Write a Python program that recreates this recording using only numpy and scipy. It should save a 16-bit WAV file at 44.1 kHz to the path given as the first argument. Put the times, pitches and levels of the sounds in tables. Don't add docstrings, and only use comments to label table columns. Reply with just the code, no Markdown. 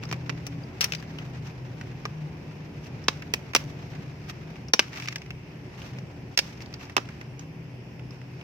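import sys
import numpy as np
from scipy import signal
from scipy.fft import rfft, irfft
from scipy.io import wavfile
from scipy.ndimage import uniform_filter1d

SR = 44100
rng = np.random.default_rng(int(sys.argv[2]) if len(sys.argv) > 2 else 0)


def wav_record(signal):
    frames = np.transpose(np.atleast_2d(signal))
    bounded = np.clip(frames, -1, 1)
    quanta = np.round(bounded * 32767).astype(np.int16)
    wavfile.write(sys.argv[1], SR, quanta)


def to_linear_factor(level_db):
    exponent = np.asarray(level_db, float) / 20
    return 10 ** exponent


N = 371763

# (time [s], peak [dB], thump under 1.5 kHz [dB], shard ring [Hz], fizz above 8 kHz [dB])
FRACTURES = [(0.1134, -24, -11, 2170, -27), (0.1261, -23, -6, 2320, -24), (0.2946, -24.5, -4, 1920, -46),
             (0.4668, -25.5, -17, 5950, -17), (0.8087, -14, -25, 4150, -17),
             (0.8192, -19, -33, 2226, -14.5), (0.8422, -14, -28, 5630, -15),
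             (0.9221, -18.5, -24, 2490, -28), (0.935, -22.5, -17.5, 2360, -38),
             (0.9492, -23, -19, 4660, -28), (2.0533, -24, -6.5, 2040, -30), (3.0829, -6, -10, 3750, -29),
             (3.3377, -12.5, -16.5, 2470, -20.5), (3.5499, -4.5, -12.5, 5960, -18.5),
             (3.5615, -9, -13.5, 2720, -22), (4.7358, -1, -17.5, 5670, -28.5),
             (4.7932, -2, -16, 2623, -28.5), (5.0848, -18, -40, 2063, -31), (5.1586, -22, -16, 1774, -27),
             (6.3751, -8.5, -24, 5070, -23), (6.3894, -8, -20, 4750, -26.5), (6.9665, -9, -7.5, 2670, -25),
             (6.9788, -21, -1, 1760, -45)]
# (time [s], peak [dB], shard ring [Hz])
CREAKS = [(0.0283, -33.5, 2620), (0.0533, -35, 5200), (0.0807, -51, 1980), (0.131, -27.5, 2300),
          (0.1414, -36, 1620), (0.298, -25, 2250), (0.472, -37, 5700), (1.0256, -35.5, 1570),
          (1.1857, -30, 2950), (1.4494, -54, 1760), (1.8118, -31, 1580), (2.8594, -43, 2570),
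          (3.04, -38, 5440), (3.2216, -30.5, 1920), (3.5344, -26.5, 1980), (4.2921, -36, 2540),
          (4.557, -40, 2640), (4.6838, -35.5, 5400), (5.3053, -29, 2350), (5.8177, -37, 3030),
          (5.8694, -56, 3000), (6.8104, -38, 2470), (6.8972, -34.5, 1710), (7.0888, -35.5, 1700),
          (7.2125, -32.5, 1730), (7.3936, -34, 6500), (7.9947, -38.5, 2580), (8.1075, -42, 5100),
          (8.2147, -42.5, 1920), (8.4118, -39, 2760)]
# (time [s], peak [dB], ring [Hz])
FLAKES = [(0.035, -30.5, 1300), (0.090, -39, 5900), (0.100, -43, 5870), (0.164, -49, 1780),
          (0.813, -12, 5600), (0.826, -22, 5200), (0.848, -28, 5400), (4.9307, -33, 1900),
          (4.940, -34, 1600), (4.959, -31, 2070), (4.9736, -29.5, 2410), (4.9997, -28, 2040),
          (5.0224, -28, 2030), (5.034, -35, 2310), (5.0574, -30.5, 2270), (5.0752, -27, 2050),
          (5.106, -40, 2200), (5.1256, -29, 1910), (5.1825, -35, 5340), (5.2183, -34.5, 2270),
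          (5.2614, -41, 2200), (5.986, -34.5, 2060), (6.575, -45, 5250), (6.6056, -35, 2100),
          (6.621, -38, 4870), (6.66, -38, 4470), (6.7276, -38, 2190), (6.7393, -29, 4800),
          (6.853, -43, 5300), (6.92, -50, 5400)]
# (frequency [Hz], density [dB per Hz])
CRACK_SPECTRUM = [(710, -16.5), (1200, -3.5), (1430, -9.5), (2640, 1), (3120, -4), (4190, -6), (5630, -1),
                  (6940, -12), (7660, -15.5), (9640, -22.5), (11200, -20), (15100, -20), (16500, -22)]
# (frequency [Hz], density [dB per Hz])
THUMP_SPECTRUM = [(120, -57), (200, -6.5), (381, -7.5), (670, -9), (933, -3), (1200, 0), (1600, -10.5),
                  (2080, -24.5), (3520, -120)]
# (time [s], left-right difference [dB])
HAND_BALANCE = [(0.0, 2.5), (0.3, -5.5), (0.47, 2.5), (0.95, 5), (1.1, 0.5), (3.1, -1.5), (4.5, -1.5),
                (4.8, 2), (5.1, -0.5), (5.3, -0.5), (6.0, 0), (6.4, -4), (6.7, -1.5), (7.0, -3.5)]
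# (centre time [s], length [s], level [dB], share of dry plastic grit [0-1])
RUBS = [(0.046, 0.11, -73, 0), (0.47, 0.046, -54, 0.5), (0.837, 0.08, -38.5, 0.7), (0.953, 0.19, -52, 1),
        (1.462, 0.1, -52, 0.5), (2.857, 0.081, -51, 1), (3.138, 0.3, -51, 0.1), (3.596, 0.14, -46, 0.1),
        (3.677, 0.17, -52, 0.5), (3.863, 0.11, -58, 0.5), (4.299, 0.044, -40.5, 0.46),
        (4.824, 0.076, -39, 0), (4.883, 0.094, -53, 0.7), (4.965, 0.13, -42.5, 0.12),
        (5.033, 0.11, -45.5, 0.7), (5.123, 0.059, -52, 0.5), (5.845, 0.25, -50, 0.26),
        (6.432, 0.27, -46.5, 0.5), (6.53, 0.14, -55, .7), (6.622, 0.027, -46.5, .7),
        (6.831, 0.11, -48, 0.3), (7.01, 0.062, -73, .4), (7.42, 0.087, -54, .4), (8.146, 0.092, -58, .4)]
# (time [s], crumbling level [dB])
SOIL_EFFORT = [(0.0, -50), (0.47, -55.5), (1.01, -53.5), (2.79, -56), (3.76, -54), (4.1, -54), (4.8, -56),
               (4.97, -51.5), (5.3, -57.5), (5.82, -55), (6.36, -56.5), (6.55, -55.5), (7.0, -54),
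               (7.79, -61), (8.43, -56)]
# (frequency [Hz], density [dB per Hz])
SOIL_SPECTRUM = [(290, -41), (500, -23.5), (546, -11.5), (710, -3.5), (1050, -6), (2160, -3.5), (3400, -13),
                 (5930, -15), (9740, -41), (15100, -29), (16500, -50)]
# (time [s], peak [dB], pitch [Hz])
CHIRPS = [
    (0.632, -41, 4820),
    (0.979, -42, 4830),
    (0.998, -44, 4830),
]
# (time [s], lower hum level [dB], upper hum level [dB])
HUM_LOAD = [(0.0, -38.5, -64), (0.14, -39.5, -44), (0.59, -45, -45.5), (2.02, -41.5, -47),
            (2.23, -51, -36.5), (2.86, -61, -47.5), (2.96, -34.5, -45), (3.03, -66, -42.5),
            (3.36, -44, -43), (4.58, -42, -45), (4.79, -56.5, -54.5), (5.1, -45, -47.5), (7.07, -48, -53),
            (7.35, -43.5, -46.5), (8.36, -44, -51.5), (8.43, -57, -48)]
# (time [s], frequency [Hz])
UPPER_HUM_PITCH = [
    (0, 161.3),
    (2.1, 154.1),
    (3.2, 148.4),
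    (4.3, 149.3),
    (4.55, 159.3),
    (7.3, 149.4),
    (7.6, 163.1),
    (8.43, 161.8),
]
# (centre time [s], width [s], rise [dB])
OVERTONE_SWELL = (0.42, 0.26, 10)
# (time [s], level [dB])
TRAFFIC = [
    (0.0, -45.5),
    (0.11, -43),
    (2.46, -45),
    (2.89, -44),
    (4.75, -45.5),
    (5.07, -49.5),
    (5.89, -45),
    (8.43, -48),
]
# (frequency [Hz], density [dB per Hz])
RUMBLE_SPECTRUM = [(20, -39), (40, -16), (52, -1), (62, -8.5), (100, 7.5), (190, 0), (220, -3.5), (400, -8),
                   (600, -14), (1000, -18.5), (1500, -49), (3000, -65.5)]
# (frequency [Hz], density [dB per Hz])
HISS_SPECTRUM = [(500, -24), (1300, -26), (2600, -21), (3200, -31), (4000, -38.5), (5400, -30), (6500, -42),
                 (8000, -48.5), (10000, -50.5), (13500, -47.5), (15500, -51), (15900, -106)]
# (frequency [Hz], left-right likeness [-1 to 1])
PORT_LIKENESS = [(60, 0.97), (180, 1), (550, 0.61), (1650, 0.0029), (4970, 0.033), (15000, 0.101)]
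# (time [s], depth [dB])
GAIN_DROPS = [
    (.809, -2),
    (3.083, 6),
    (3.549, 14),
    (4.736, 18),
    (4.793, 10),
    (6.375, 18.5),
    (6.966, 7),
]


def evened(x):
    return x / np.sqrt(np.mean(x ** 2) + 1e-20)


def read(points, hz):
    f, value = np.transpose(points)
    return np.interp(np.log(hz + 1), np.log(f + 1), value)


def curve(rows, count=1):
    rows = np.array(rows)
    return np.interp(np.arange(N) / SR, rows[:, 0], rows[:, count])


def add(mix, s, sound):
    part = mix[:, round(s * SR):][:, :sound.shape[1]]
    part += sound[:, :part.shape[1]]


def colour(points, size=1024):
    half = np.maximum(read(points, np.fft.rfftfreq(size, 1 / SR)), -70) * np.log(10) / 20
    log_gain = np.r_[half, half[-2:0:-1]]
    taps = np.fft.ifft(np.exp(np.conj(signal.hilbert(log_gain)))).real[:size // 2]
    return taps / np.linalg.norm(taps)


def snap(row, crack, thump, t60=0.028, first=0.71, unlike=0.8, grainy_db=1.0, lift_db=3.5, body_db=6.0,
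         edge_db=22.5):
    s, peak_db, thump_db, ring_hz, fizz_db, ringing, pan_db = row
    t, hz = np.arange(2400) / SR, np.fft.rfftfreq(4096, 1 / SR)
    shared, *own, jerks, place = rng.standard_normal((5, len(t)))
    shape = (1 - np.exp(-(t * 3000) ** 2)) * to_linear_factor(-60 * t / t60)
    shape *= 1 + first * np.exp(-t * 900)
    shape *= to_linear_factor(grainy_db * evened(uniform_filter1d(jerks, 40)))

    spectrum = rfft((shared + unlike * np.array(own)) * shape, 4096)
    spectrum /= np.sqrt(uniform_filter1d(abs(spectrum) ** 2, size=70))
    ring = 1 + ringing / (1 + 2j * (hz - ring_hz) / 600)
    edge = to_linear_factor((fizz_db + edge_db) / (1 + (7500 / (hz + 1)) ** 12))
    bright = irfft(spectrum * crack * ring * edge)
    low = irfft(spectrum * thump)
    both = bright / abs(bright).max() + to_linear_factor(thump_db + body_db) * low / abs(low).max()
    both *= to_linear_factor(peak_db + lift_db)

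    lead = (3 * pan_db + 8 * np.tanh(place[0])) / SR
    turn = np.array([[0.5], [-0.5]]) * lead * hz
    both = irfft(rfft(both) * np.exp(2j * np.pi * turn))
    both = np.roll(both, 66, 1)
    return s - 76 / SR, both * to_linear_factor([[pan_db / 2], [-pan_db / 2]])


def garden(x, t60=0.22, level_db=-20):
    taps = np.zeros((2, SR // 4))
    slots = np.arange(100, SR // 4 - 20, 20)
    at = slots + rng.integers(0, 20, (2, len(slots)))
    np.put_along_axis(taps, at, rng.choice([-1., 1.], at.shape), 1)
    taps *= to_linear_factor(-60 * np.arange(SR // 4) / SR / t60)
    return to_linear_factor(level_db) * signal.oaconvolve(x, taps / np.linalg.norm(taps[0]), axes=1)[:, :N]


def crumble(per_s=600, spread_db=4.5, still_db=-57.5, t60=0.072, lift_db=4.0):
    size = to_linear_factor(spread_db * np.minimum(rng.exponential(1, N), 5)) * (rng.random(N) < per_s / SR)
    decaying = signal.lfilter([1], [1, -to_linear_factor(-60 / t60 / SR)], size)
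    scratches = decaying * rng.standard_normal((2, N))
    soil = evened(signal.oaconvolve(scratches, colour(SOIL_SPECTRUM)[None])[:, :N])
    grit = evened(signal.oaconvolve(scratches, colour(CRACK_SPECTRUM)[None])[:, :N])

    soil_power = np.maximum(to_linear_factor(2 * curve(SOIL_EFFORT)) - to_linear_factor(2 * still_db), 0)[None]
    soil_power = to_linear_factor(2 * lift_db) * soil_power
    grit_power = np.zeros((1, N))
    for s, length, db, share in RUBS:
        stroke = to_linear_factor(2 * db) * np.hanning(round(length * SR))[None] ** 2
        start = max(s - length / 2, 0)
        add(soil_power, start, (1 - share) * stroke)
        add(grit_power, start, share * stroke)
    return soil * np.sqrt(soil_power) + grit * np.sqrt(grit_power)


def chirp(s, peak_db, hz, length=0.012):
    t = np.arange(0, length, 1 / SR)
    note = np.sin(2 * np.pi * hz * t * (1.02 - 0.018 * t / length))
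    note *= to_linear_factor(peak_db) * np.hanning(len(t))
    return s, np.array([note, 0.45 * note])


def hum(low_hz=126, top_hz=372, top_db=-59, over_hz=284, over_db=-56.5, balance_db=0.9,
        fades_per_s=5.0, fade_share=0.53):
    def slow(size):
        drift = evened(uniform_filter1d(rng.standard_normal(N // 256 + 2), size))
        return np.interp(np.arange(N) / 256, np.arange(len(drift)), drift)

    def tone(hz, waver_hz):
        return np.sqrt(2) * np.sin(2 * np.pi * np.cumsum(hz + waver_hz * slow(size=14)) / SR)

    def fading():
        t = np.arange(0, N + 256, 256) / SR
        rate, turn = rng.random((2, 12, 1))
        paths = np.exp(2j * np.pi * ((2 * rate - 1) * fades_per_s * t + turn))
        scattered = paths.sum(0) / np.sqrt(len(rate))
        return np.interp(np.arange(N) / 256, np.arange(len(t)), evened(abs(1 + fade_share * scattered)))

    tones = to_linear_factor(curve(HUM_LOAD)) * fading() * tone(low_hz, 2.1)
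    tones += to_linear_factor(curve(HUM_LOAD, count=2)) * fading() * tone(curve(UPPER_HUM_PITCH), 2.26)
    s, width, swell_db = OVERTONE_SWELL
    swell = to_linear_factor(over_db + swell_db * np.exp(-((np.arange(N) / SR - s) / width) ** 2))
    tones += swell * fading() * tone(over_hz, 3.58)
    tones += to_linear_factor(top_db) * tone(top_hz, 1.0)
    return tones * to_linear_factor([[balance_db], [-balance_db]])


def wash(patchy_db=0.98, lift_db=9.0, hiss_db=-35.0, level_db=-12.5):
    frames, hz = N // 256 + 5, np.fft.rfftfreq(1024, 1 / SR)
    a, b, c, d, patches = rng.standard_normal((frames, 513, 5)).T
    patches = evened(uniform_filter1d(uniform_filter1d(patches, 12, 0), 14, 1))
    same = np.clip(read(PORT_LIKENESS, hz), -1, 1)[:, None]
    left = a + 1j * b
    z = np.array([left, same * left + np.sqrt(1 - same ** 2) * (c + 1j * d)])
    swell_db = np.interp(np.arange(frames) * 256 / SR, *np.transpose(TRAFFIC)) + lift_db
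    rumble = to_linear_factor(read(RUMBLE_SPECTRUM, hz)[:, None] + swell_db)
    hiss = to_linear_factor(read(HISS_SPECTRUM, hz)[:, None] + hiss_db)
    z = z * np.hypot(rumble, hiss) * to_linear_factor(patchy_db * patches)
    return to_linear_factor(level_db) * signal.istft(z, nperseg=1024, noverlap=768)[1][:, :N]


def ducking(ahead=0.034, recover=0.021):
    t, down_db = np.arange(N) / SR, np.zeros(N)
    for s, depth_db in GAIN_DROPS:
        ramp = np.clip(1 + (t - s + 0.0031) / ahead, 0, 1)
        ramp *= np.exp(-np.maximum(t - s, 0) / recover)
        down_db = np.maximum(down_db, depth_db * ramp)
    return to_linear_factor(-down_db)


def holed(x):
    hz, t, z = signal.stft(x, SR, nperseg=1024, noverlap=512)
    draw = rng.random((257, len(t) // 3 + 1))
    draw = np.kron(draw, np.ones((2, 3)))[:len(hz), :len(t)]
    silent = 0.45 * (hz > 7600) + 0.55 * (hz > 15600)
    kept = (draw > silent[:, None]) / np.sqrt(np.maximum(1 - silent, 0.5))[:, None]
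    return signal.istft(z * kept, SR, nperseg=1024, noverlap=512)[1][:, :N]


def scene():
    crack, thump = rfft(colour(CRACK_SPECTRUM), 4096), rfft(colour(THUMP_SPECTRUM), 4096)
    near, far = np.zeros((2, 2, N))
    breaks = [(*row, 1) for row in FRACTURES]
    breaks += [(s, db, -14.5, hz, -22.5, 6.6) for s, db, hz in CREAKS]
    breaks += [(s, db, -47.5, hz, -26.5, 2.9) for s, db, hz in FLAKES]
    for row in breaks:
        pan_db = np.interp(row[0], *np.transpose(HAND_BALANCE))
        add(near, *snap((*row, pan_db), crack, thump))
    for row in CHIRPS:
        add(far, *chirp(*row))
    steady = wash() + hum() + far + crumble()
    return near + garden(near) + holed(ducking() * steady)


def top_cut(x):
    return signal.sosfilt(signal.butter(12, 16500, fs=SR, output="sos"), x)


def record(dry):
    dry = signal.sosfilt(signal.butter(2, 58, "high", fs=SR, output="sos"), dry)
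    low_pass = signal.firwin(255, 16300, window=("kaiser", 9), fs=SR)
    dry = signal.oaconvolve(dry, low_pass[None], "same")
    return top_cut(np.clip(dry, -1, 1))


dry = scene()
out = record(dry)
wav_record(out)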